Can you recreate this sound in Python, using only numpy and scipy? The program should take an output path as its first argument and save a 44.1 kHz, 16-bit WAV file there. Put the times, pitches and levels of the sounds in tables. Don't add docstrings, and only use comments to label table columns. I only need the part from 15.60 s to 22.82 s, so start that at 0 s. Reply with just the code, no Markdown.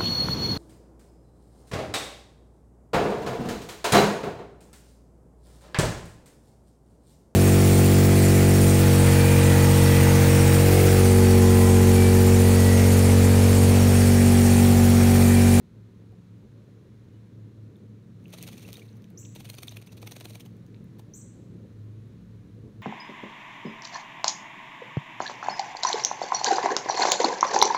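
import sys
import numpy as np
from scipy import signal
from scipy.fft import rfft, irfft, next_fast_len
from scipy.io import wavfile
from scipy.ndimage import uniform_filter1d

SR = 44100
rng = np.random.default_rng(int(sys.argv[2]) if len(sys.argv) > 2 else 0)


def wrap_up_sound(samples):
    columns = np.atleast_2d(samples).T
    tamed = np.clip(columns, -1, 1)
    steps = np.round(tamed * 32767).astype(np.int16)
    wavfile.write(sys.argv[1], SR, steps)


N = 318402
TIME = np.arange(N) / SR


def undb(db):
    return 10 ** (np.asarray(db) / 20)


def unit(x):
    return x / np.sqrt(np.mean(x ** 2))


def curve(rows, axis=1):
    rows = np.array(rows)
    return np.interp(TIME, rows[:, 0], rows[:, axis])


def colour(x, points):
    hz, db = np.transpose(points)
    n = len(x)
    bin_hz = np.arange(n + 1) * SR / (2 * n)
    gain_db = np.interp(np.log(bin_hz + 1), np.log(hz), db)
    cepstrum = irfft(np.log(undb(gain_db)))[:n]
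    cepstrum[1:] *= 2
    response = np.exp(rfft(cepstrum, 2 * n))
    return irfft(rfft(x, 2 * n) * response)[:n]


def noise(points):
    hz, db = np.transpose(points)
    size = next_fast_len(N)
    bin_hz = np.fft.rfftfreq(size, 1 / SR)
    gain = undb(np.interp(np.log(bin_hz + 1), np.log(hz), db))
    spectrum = rfft(rng.standard_normal(size)) * gain
    return unit(irfft(spectrum, size)[:N])


def walk(rate):
    k = int(SR / rate)
    steps = np.repeat(rng.standard_normal(N // k + 1), k)
    return unit(uniform_filter1d(uniform_filter1d(steps, k), k)[:N])


def add(out, s, sound):
    i = max(int(s * SR), 0)
    out[i:i + len(sound)] += sound[:max(N - i, 0)]


# (time [s], relative bass level [dB], relative middle level [dB])
RUMBLE_LEVELS = [(0, -62, -53.5), (1.2, -65, -52), (2.4, -67, -53.5), (2.9, -63.5, -51.5), (5.0, -65, -51),
                 (6.2, -59.5, -51), (7.22, -56, -51.5)]
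# (frequency [Hz], relative level [dB])
DEEP_COLOUR = [(20, -51), (35, -23.5), (55, 6.5), (72, -2), (90, 7.5), (130, -11), (250, -68)]
# (frequency [Hz], relative level [dB])
TRAFFIC_COLOUR = [(60, -30), (100, 3.5), (210, 2), (290, -2.5), (420, -5), (530, -10.5), (700, -23.5),
                  (1000, -31.5), (2000, -64)]
# (frequency [Hz], relative level [dB])
AIR_COLOUR = [(410, -36), (700, -0.5), (777, -6.5), (841, -4), (958, -0.5), (1770, -3.5), (2700, -8),
              (2920, -8.5), (3160, -9.5), (4050, -7.5), (4730, -14), (6650, -13.5), (7490, -18),
              (8990, -19), (15000, -24.5), (16000, -24)]


def neighbourhood(deep_db=3, gust_db=1.0, traffic_db=-1.0, hiss_db=-70.0, hiss_share=0.72):
    middle_db = curve(RUMBLE_LEVELS, axis=2)
    deep = undb(deep_db + curve(RUMBLE_LEVELS) + gust_db * walk(2.9)) * noise(DEEP_COLOUR)
    traffic = undb(traffic_db + middle_db + 2.4 * walk(30)) * noise(TRAFFIC_COLOUR)
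    swell_db = middle_db - np.mean(middle_db)
    hiss = undb(hiss_db + hiss_share * swell_db) * noise(AIR_COLOUR)
    return deep + traffic + hiss


# (time [s], level [dB], pitch [Hz])
MOTOR_DRONE = [(0, -70, 112.7), (.2, -51, 109.5), (1.3, -54.5, 113.3), (1.9, -46.5, 109.5),
               (2.6, -53.5, 110.3), (3.85, -49, 110.2), (6.0, -52.5, 111.9), (6.2, -45, 106.1),
               (6.6, -51.5, 110), (7.22, -48.5, 110.8)]
# (time [s], difference [Hz])
MOTOR_SLIP = [(0.0, 2.36), (0.52, 3.8), (1.27, 5.17), (2.65, 3.06), (2.93, 5.57), (3.52, 2.07),
              (3.78, 4.78), (4.43, 3), (4.81, 4.54), (6.07, 3.38), (6.33, 0.85), (6.58, 3.15), (7.22, 4.76)]
# (mean pitch [Hz], relative level [dB])
HUM_TONES = [(89, -69.5), (119, -64), (133, -57), (146, -66.5), (177.5, -55), (199.5, -60.5), (213, -60),
             (219, -64.5), (243, -65.5), (288, -67.5), (320, -67), (475, -69.5)]
# (time [s], level change [dB])
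HUM_LEVEL = [(0, -5), (1.0, -3), (2.3, 0), (3.5, 1.5), (5.0, 1), (7.22, 1)]


def engine(drone_db=0, second_db=-5.5, hum_db=0, waver=0.45, waver_rate=7):
    first_hz = curve(MOTOR_DRONE, axis=2)
    second_hz = first_hz - curve(MOTOR_SLIP)
    first = np.sin(2 * np.pi * np.cumsum(first_hz) / SR)
    second = np.sin(2 * np.pi * np.cumsum(second_hz) / SR)
    out = undb(drone_db + curve(MOTOR_DRONE)) * (first - undb(second_db) * second)
    drift = 1 + 0.004065 * walk(1.2)
    growth_db = curve(HUM_LEVEL)
    for hz, db in HUM_TONES:
        phase = 2 * np.pi * hz * np.cumsum(drift) / SR
        steady_part = (0.57 + waver * walk(waver_rate)) * np.sin(phase)
        wavering_part = waver * walk(waver_rate) * np.cos(phase)
        out += undb(db + hum_db + growth_db) * (steady_part + wavering_part)
    return np.sqrt(2) * out


# (time [s], peak level [dB], pitch [Hz], length [s])
FAR_WHISTLES = [(1.519, -76, 2950, 0.071)]


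def far_bird():
    out = np.zeros(N)
    for s, db, hz, length in FAR_WHISTLES:
        t = np.arange(int(length * SR)) / SR
        swell = np.sin(np.pi * t / length)
        add(out, s, undb(db) * swell * np.sin(2 * np.pi * hz * t))
    return out


def yard(x, wet_db, t60, treble_t60, fence_db, thin_db):
    t = np.arange(int(.7 * SR)) / SR
    scatter = rng.standard_normal(len(t)) * (t > .002)
    low_pass = signal.butter(4, 9500, fs=SR, output="sos")
    low = signal.sosfiltfilt(low_pass, scatter)
    tail = low * undb(-60 * t / t60) + (scatter - low) * undb(-60 * t / treble_t60)
    tail = colour(tail / np.linalg.norm(tail), [(5200, thin_db), (7500, 0.004)])
    out = x + undb(wet_db) * signal.fftconvolve(x, tail)[:N]
    add(out, 0.078, undb(fence_db) * x)
    return out


# (start time [s], relative level [dB], time it stays thick [s])
FLURRY_SPRAY = [(2.7387, -60, .40), (3.7622, -64.5, .36), (4.4287, -66.5, .31)]
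SPRAY_RISE_DB_PER_S, SPRAY_FALL_DB_PER_S, CHURN_FALL_DB_PER_S = 183, 80, 23


def wetness(fall_db_per_s):
    power = np.zeros(N)
    for start, spray_db, thick_s in FLURRY_SPRAY:
        early = np.maximum(start - TIME, 0)
        late = np.maximum(TIME - start - thick_s, 0)
        level_db = spray_db - SPRAY_RISE_DB_PER_S * early - fall_db_per_s * late
        power += undb(level_db) ** 2
    return np.sqrt(power)


# (frequency [Hz], relative level [dB])
CHURN_COLOUR = [(300, -17), (620, 3.5), (1000, -2.5), (1400, -6.5), (1900, 0), (2600, -4), (5000, -32)]


def churn(churn_db=-9, lump_db=4, lump_rate=110):
    lumps = unit(undb(lump_db * walk(lump_rate)))
    return wetness(CHURN_FALL_DB_PER_S) * undb(churn_db) * lumps * noise(CHURN_COLOUR)


# (frequency [Hz], relative level [dB])
WATER_COLOUR = [(300, -54), (700, -15.5), (1200, -13.5), (1650, -16.5), (2400, -2), (3050, -5),
                (3900, -2.5), (4400, -5), (5000, -13), (6200, -5), (7000, -11.5), (7750, -16.5),
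                (9100, -7.5), (9800, -9.5), (10500, -22.5), (11200, -11), (12100, -11.5), (14000, -13.5),
                (16000, -15)]


def patter(rate, spread_db):
    hit = rng.random(N) < rate / SR
    size = undb(spread_db * np.minimum(rng.exponential(size=N), 4))
    sign = rng.choice([-1, 1], N)
    return unit(colour(hit * size * sign, WATER_COLOUR))


def damped_ring(hz, decay, rise=0.0016, swell_cycles=3.4):
    t = np.arange(int(2 * np.pi * decay * SR)) / SR
    ring = np.exp(-t / decay) * (1 - np.exp(-t * hz / swell_cycles))
    phase = 2 * np.pi * hz * t * (1 + rise * t / decay / 2)
    return np.sin(phase) * ring / ring.max()


def spray(tick_db=0, fizz_db=-3, stray_db=-5, shower_db=3.0, cycles=4, spread_db=2.5, count=1600):
    start, end = FLURRY_SPRAY[0][0] - .2, FLURRY_SPRAY[-1][0] + .6
    fizz = np.zeros(N)
    for when, pitch, size, ring in rng.random((count, 4)):
        hz = 1500 * 8.0 ** pitch
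        gain = undb(-spread_db * np.log(size + 0.016)) * hz ** 0.8
        add(fizz, start + when * (end - start), gain * damped_ring(hz, (.5 + ring) * cycles / hz))
    fizz = unit(colour(fizz, WATER_COLOUR)) * np.sqrt((end - start) * SR / N)
    fine = undb(tick_db) * patter(rate=1500, spread_db=1.5)
    stray = undb(stray_db) * patter(rate=160, spread_db=2.0)
    showers = unit(undb(shower_db * walk(130)))
    return wetness(SPRAY_FALL_DB_PER_S) * showers * (fine + stray + undb(fizz_db) * fizz)


# (time [s], relative level [dB], brightness [0-1])
WATER_CRACKS = [(.521, -52, .6), (2.1668, -48, 0.3), (2.642, -47, 0), (2.6811, -38, 0), (2.705, -41, .6),
                (2.8266, -20.5, 1), (2.8754, -32, 0.3), (2.996, -34, 0.5), (3.1048, -32, 0),
                (3.1301, -21.5, 0.62), (3.17, -28, 0.3), (3.251, -54, .6), (3.369, -43, 0.68),
                (3.4215, -42, .3), (3.4428, -41, 0), (3.503, -41.5, .95), (3.755, -34, .3),
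                (3.8035, -35, 0.3), (3.9006, -20.5, .55), (3.9505, -32, 0.8), (4.3715, -40, 0.65),
                (4.5115, -30, 0.5), (4.559, -40, 0.6), (4.649, -33, .95), (4.688, -35, 1), (4.698, -32, .9),
                (4.734, -38, 1), (4.968, -48, .8), (5.065, -46, 1), (5.243, -46, .9)]


def cracks(crack_db=0, decay_s=0.00083):
    out, t = np.zeros(N), np.arange(SR // 100) / SR
    for s, db, bright in WATER_CRACKS:
        crack = np.exp(-t / decay_s) * rng.standard_normal(len(t))
        crack = signal.lfilter([1, -bright], [1], crack)
        add(out, s, undb(db + crack_db) * crack)
    return colour(out, WATER_COLOUR)


# (time [s], relative level [dB], pitch [Hz], decay time [s])
SHORT_RINGS = [(.525, -59, 737, 0.0071), (2.158, -56, 3586, 0.0013), (2.6566, -43, 2700, 0.00088),
               (3.0496, -44.5, 2686, 0.0033), (3.155, -39, 3750, 0.0023), (3.1934, -46, 2820, 0.0013),
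               (3.2187, -45, 2310, 0.003), (3.283, -54, 3730, .001), (3.352, -60, 855, .002),
               (3.508, -56, 695, 0.0018), (3.651, -41, 3400, 0.00032), (3.657, -48, 2700, 0.00057),
               (3.898, -39, 4160, 0.0018), (4.0822, -28, 3580, 0.0011), (4.093, -35.5, 6050, 0.0007),
               (4.1695, -34, 2470, 0.0005), (4.292, -52, 2680, 0.0022), (4.735, -48, 4100, .001),
               (5.1445, -47.5, 2250, .0005), (5.1457, -47.5, 3900, 0.0003), (5.164, -53, 2600, 0.00037)]


def short_rings(ring_db=-2, stray_db=-29, cycles=3, count=30):
    out, stirred = np.zeros(N), np.sqrt(wetness(CHURN_FALL_DB_PER_S))
    for s, db, hz, decay in SHORT_RINGS:
        add(out, s, undb(db + ring_db) * damped_ring(hz, decay))
    start, end = FLURRY_SPRAY[0][0], FLURRY_SPRAY[-1][0] + .45
    for when, pitch, size in rng.random((count, 3)):
        s, hz = start + when * (end - start), 2200 * 3.0 ** pitch
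        gain = np.interp(s, TIME, stirred) * undb(stray_db + 10 * size)
        add(out, s, gain * damped_ring(hz, cycles / hz))
    return out


def burst(envelope, points, spread_db):
    size = undb(spread_db * rng.standard_normal(len(envelope)))
    ticks = rng.standard_normal(len(envelope)) * size
    return unit(colour(envelope * ticks, points)) * np.sqrt(np.mean(envelope ** 2))


def spatter(envelope, rate, spread_db, mist_db=-20):
    size, mist = rng.standard_normal((2, len(envelope)))
    hit = rng.random(len(envelope)) < rate / SR
    ticks = hit * np.sign(mist) * undb(spread_db * size) + undb(mist_db) * mist
    return unit(colour(envelope * ticks, WATER_COLOUR)) * np.sqrt(np.mean(envelope ** 2))


def stroke_colour(pocket_hz, pocket_db=2, pocket_octaves=0.4, contrast=1.0, scatter_db=2.0, dull_db_per_octave=1.1):
    hz, db = np.transpose(WATER_COLOUR)
    octaves = np.log2(hz / pocket_hz)
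    stirred_db = contrast * db + scatter_db * rng.standard_normal(len(hz))
    bump_db = pocket_db * np.exp(-(octaves / pocket_octaves) ** 2)
    dulling_db = dull_db_per_octave * np.maximum(octaves, 0)
    return np.transpose([hz, stirred_db + bump_db - dulling_db])


# (time [s], relative splash level [dB], relative slosh level [dB],
# decay time [s], pitch of the air pocket [Hz])
WING_BEATS = [(2.7385, -43.5, -42, 0.0048, 3540), (2.786, -47.5, -49.5, 0.0049, 3540),
              (2.838, -48, -58, 0.0064, 2400), (2.878, -41.5, -50, 0.0017, 2400),
              (2.8884, -46, -46, 0.0031, 3070), (2.93, -51.5, -56, .004, 2800),
              (2.981, -50.5, -64, 0.0025, 5900), (3.03, -53, -57, 0.0064, 3800),
              (3.089, -48, -47, 0.0035, 2730), (3.144, -50.5, -69, 0.0039, 2920),
              (3.18, -57, -47, 0.0031, 2500), (3.7623, -46.5, -44, 0.0039, 3380),
              (3.807, -49, -48, 0.0046, 2870), (3.855, -46.5, -55, 0.0036, 2780),
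              (3.9009, -37, -47, 0.0011, 4140), (3.943, -49, -50, 0.0047, 3900),
              (3.987, -42.5, -42.5, 0.0033, 2310), (4.033, -35.5, -61, 0.0013, 4030),
              (4.082, -42, -54, 0.0019, 3660), (4.123, -49, -50.5, .004, 2880),
              (4.1718, -43, -54, .0022, 2590), (4.224, -53, -56, 0.0037, 2520),
              (4.275, -54.5, -52, 0.0049, 2660), (4.327, -56.5, -49, 0.0091, 3383),
              (4.38, -54, -65, 0.0048, 3370), (4.429, -46, -40.5, 0.0024, 2410),
              (4.475, -38.5, -47, 0.0019, 2800), (4.521, -40, -45, 0.0022, 3900),
              (4.567, -44, -43.5, 0.0025, 3830), (4.6106, -42.5, -42.5, 0.0025, 2720),
              (4.656, -38, -41, 0.0014, 4050), (4.7064, -48.5, -48, 0.0027, 4120),
              (4.7551, -44.5, -47, 0.0026, 2275), (4.8073, -47, -57, 0.004, 4090),
              (4.863, -55, -51, 0.0041, 3200), (5.397, -54.5, -46, 0.0024, 4240)]


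def gurgles(gurgle_db=-10, count=5, pocket_cycles=2.2):
    out = np.zeros(N)
    draws = rng.random((len(WING_BEATS), count, 3))
    for (s, db, low_db, length, _), pockets in zip(WING_BEATS, draws):
        for k, (when, pitch, size) in enumerate(pockets):
            small = (k + pitch) / count
            hz = 550 * 14.0 ** small
            level_db = (1 - small) * low_db + small * db - 8 * size
            ring = damped_ring(hz, pocket_cycles / hz)
            add(out, s + (4 * when - 1) * length, undb(gurgle_db + level_db) * ring)
    return out


# (frequency [Hz], relative level [dB])
SLOSH_COLOUR = [(200, -3), (380, 4.5), (650, 1.5), (1000, -6), (1500, -15), (2500, -50), (5000, -54)]


def wings(splash_db=1, slosh_db=0, rake_db=-54.5, rake_follow=0.56, rake_bright=0.57, wash_db=-61,
          rake_s=.012, skirt_db=-20, skirt_s=0.0061, slosh_rise_s=0.0018, slosh_s=0.003):
    out = np.zeros(N)
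    lead = .06
    t = np.arange(-lead, lead, 1 / SR)
    rake = np.exp(-np.abs(2 * t / rake_s + 1) ** 4)
    usual_db = np.mean(np.array(WING_BEATS)[:, 1])
    for s, db, low_db, decay, pocket_hz in WING_BEATS:
        skirt = undb(skirt_db) * np.exp(-np.abs(t) / skirt_s)
        slap = np.maximum(np.exp(-np.abs(t) / decay), skirt)
        shove = np.exp(np.minimum(t / slosh_rise_s, -t / slosh_s))
        force_db = rake_follow * (db - usual_db)
        crackle = signal.lfilter([1, -rake_bright], [1], spatter(rake, rate=1100, spread_db=8))
        wash = burst(rake, CHURN_COLOUR, spread_db=1.5)
        splash = burst(slap, stroke_colour(pocket_hz), spread_db=8.0)
        thump = burst(shove, SLOSH_COLOUR, spread_db=2.5)
        add(out, s - lead, undb(rake_db + force_db) * crackle)
        add(out, s - lead, undb(wash_db + force_db) * wash)
        add(out, s - lead, undb(db + splash_db) * splash)
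        add(out, s - lead, undb(low_db + slosh_db) * thump)
    return out


# (time [s], relative level [dB], start pitch [Hz], top pitch [Hz], length [s],
# octave level away from its flash, relative to the whistle [dB])
CHIP_CALLS = [(3.574, -38, 5170, 7870, 0.042, -19.5), (5.5358, -39, 5394, 8214, 0.052, -20)]


def chips(crest=0.75, bend=0.75, attack_s=0.0021, fade_s=0.003, hold=0.38, shrill_db=10, shrill_hz=14600,
          flutter=0.01):
    whistle, overtone = np.zeros((2, N))
    for s, db, start_hz, top_hz, length, octave_db in CHIP_CALLS:
        t = np.arange(int(length * SR)) / SR
        arch = np.sin(np.pi / 2 * (t / length / crest) ** bend)
        hz = (start_hz + (top_hz - start_hz) * arch) * (1 + flutter * walk(940)[:len(t)])
        phase = 2 * np.pi * np.cumsum(hz) / SR
        attack = np.minimum(t / attack_s, 1) ** 2
        fade = (np.exp(-t / fade_s) + hold) * (1 - t / length)
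        force = undb(db) * attack * fade
        flash_db = shrill_db * np.exp(-((2 * hz - shrill_hz) / 900) ** 2)
        add(whistle, s, force * np.sin(phase))
        add(overtone, s, force * undb(octave_db + flash_db) * np.sin(2 * phase))
    return whistle, overtone


def scene(off_axis_db=-6):
    bath = wings() + gurgles() + churn() + spray() + cracks() + short_rings()
    water = yard(bath, wet_db=-9, t60=.12, treble_t60=0.14, fence_db=-33, thin_db=-5)
    whistle, overtone = chips()
    calls = yard(whistle, wet_db=4.5, t60=0.6, treble_t60=0.23, fence_db=-8, thin_db=-12.0)
    octave = yard(overtone, wet_db=9.0, t60=0.42, treble_t60=0.29, fence_db=-20, thin_db=2)
    shrill = undb(off_axis_db) * octave
    return (water + calls + shrill + far_bird() + engine() + neighbourhood())[None]


def record(dry, bass_hz=30, top_hz=15650):
    high_pass = signal.butter(4, bass_hz, "highpass", fs=SR, output="sos")
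    low_pass = signal.ellip(10, .2, 70, top_hz, fs=SR, output="sos")
    lean = signal.sosfilt(high_pass, dry)
    return signal.sosfilt(low_pass, lean)


dry = scene()
out = record(dry)
wrap_up_sound(out)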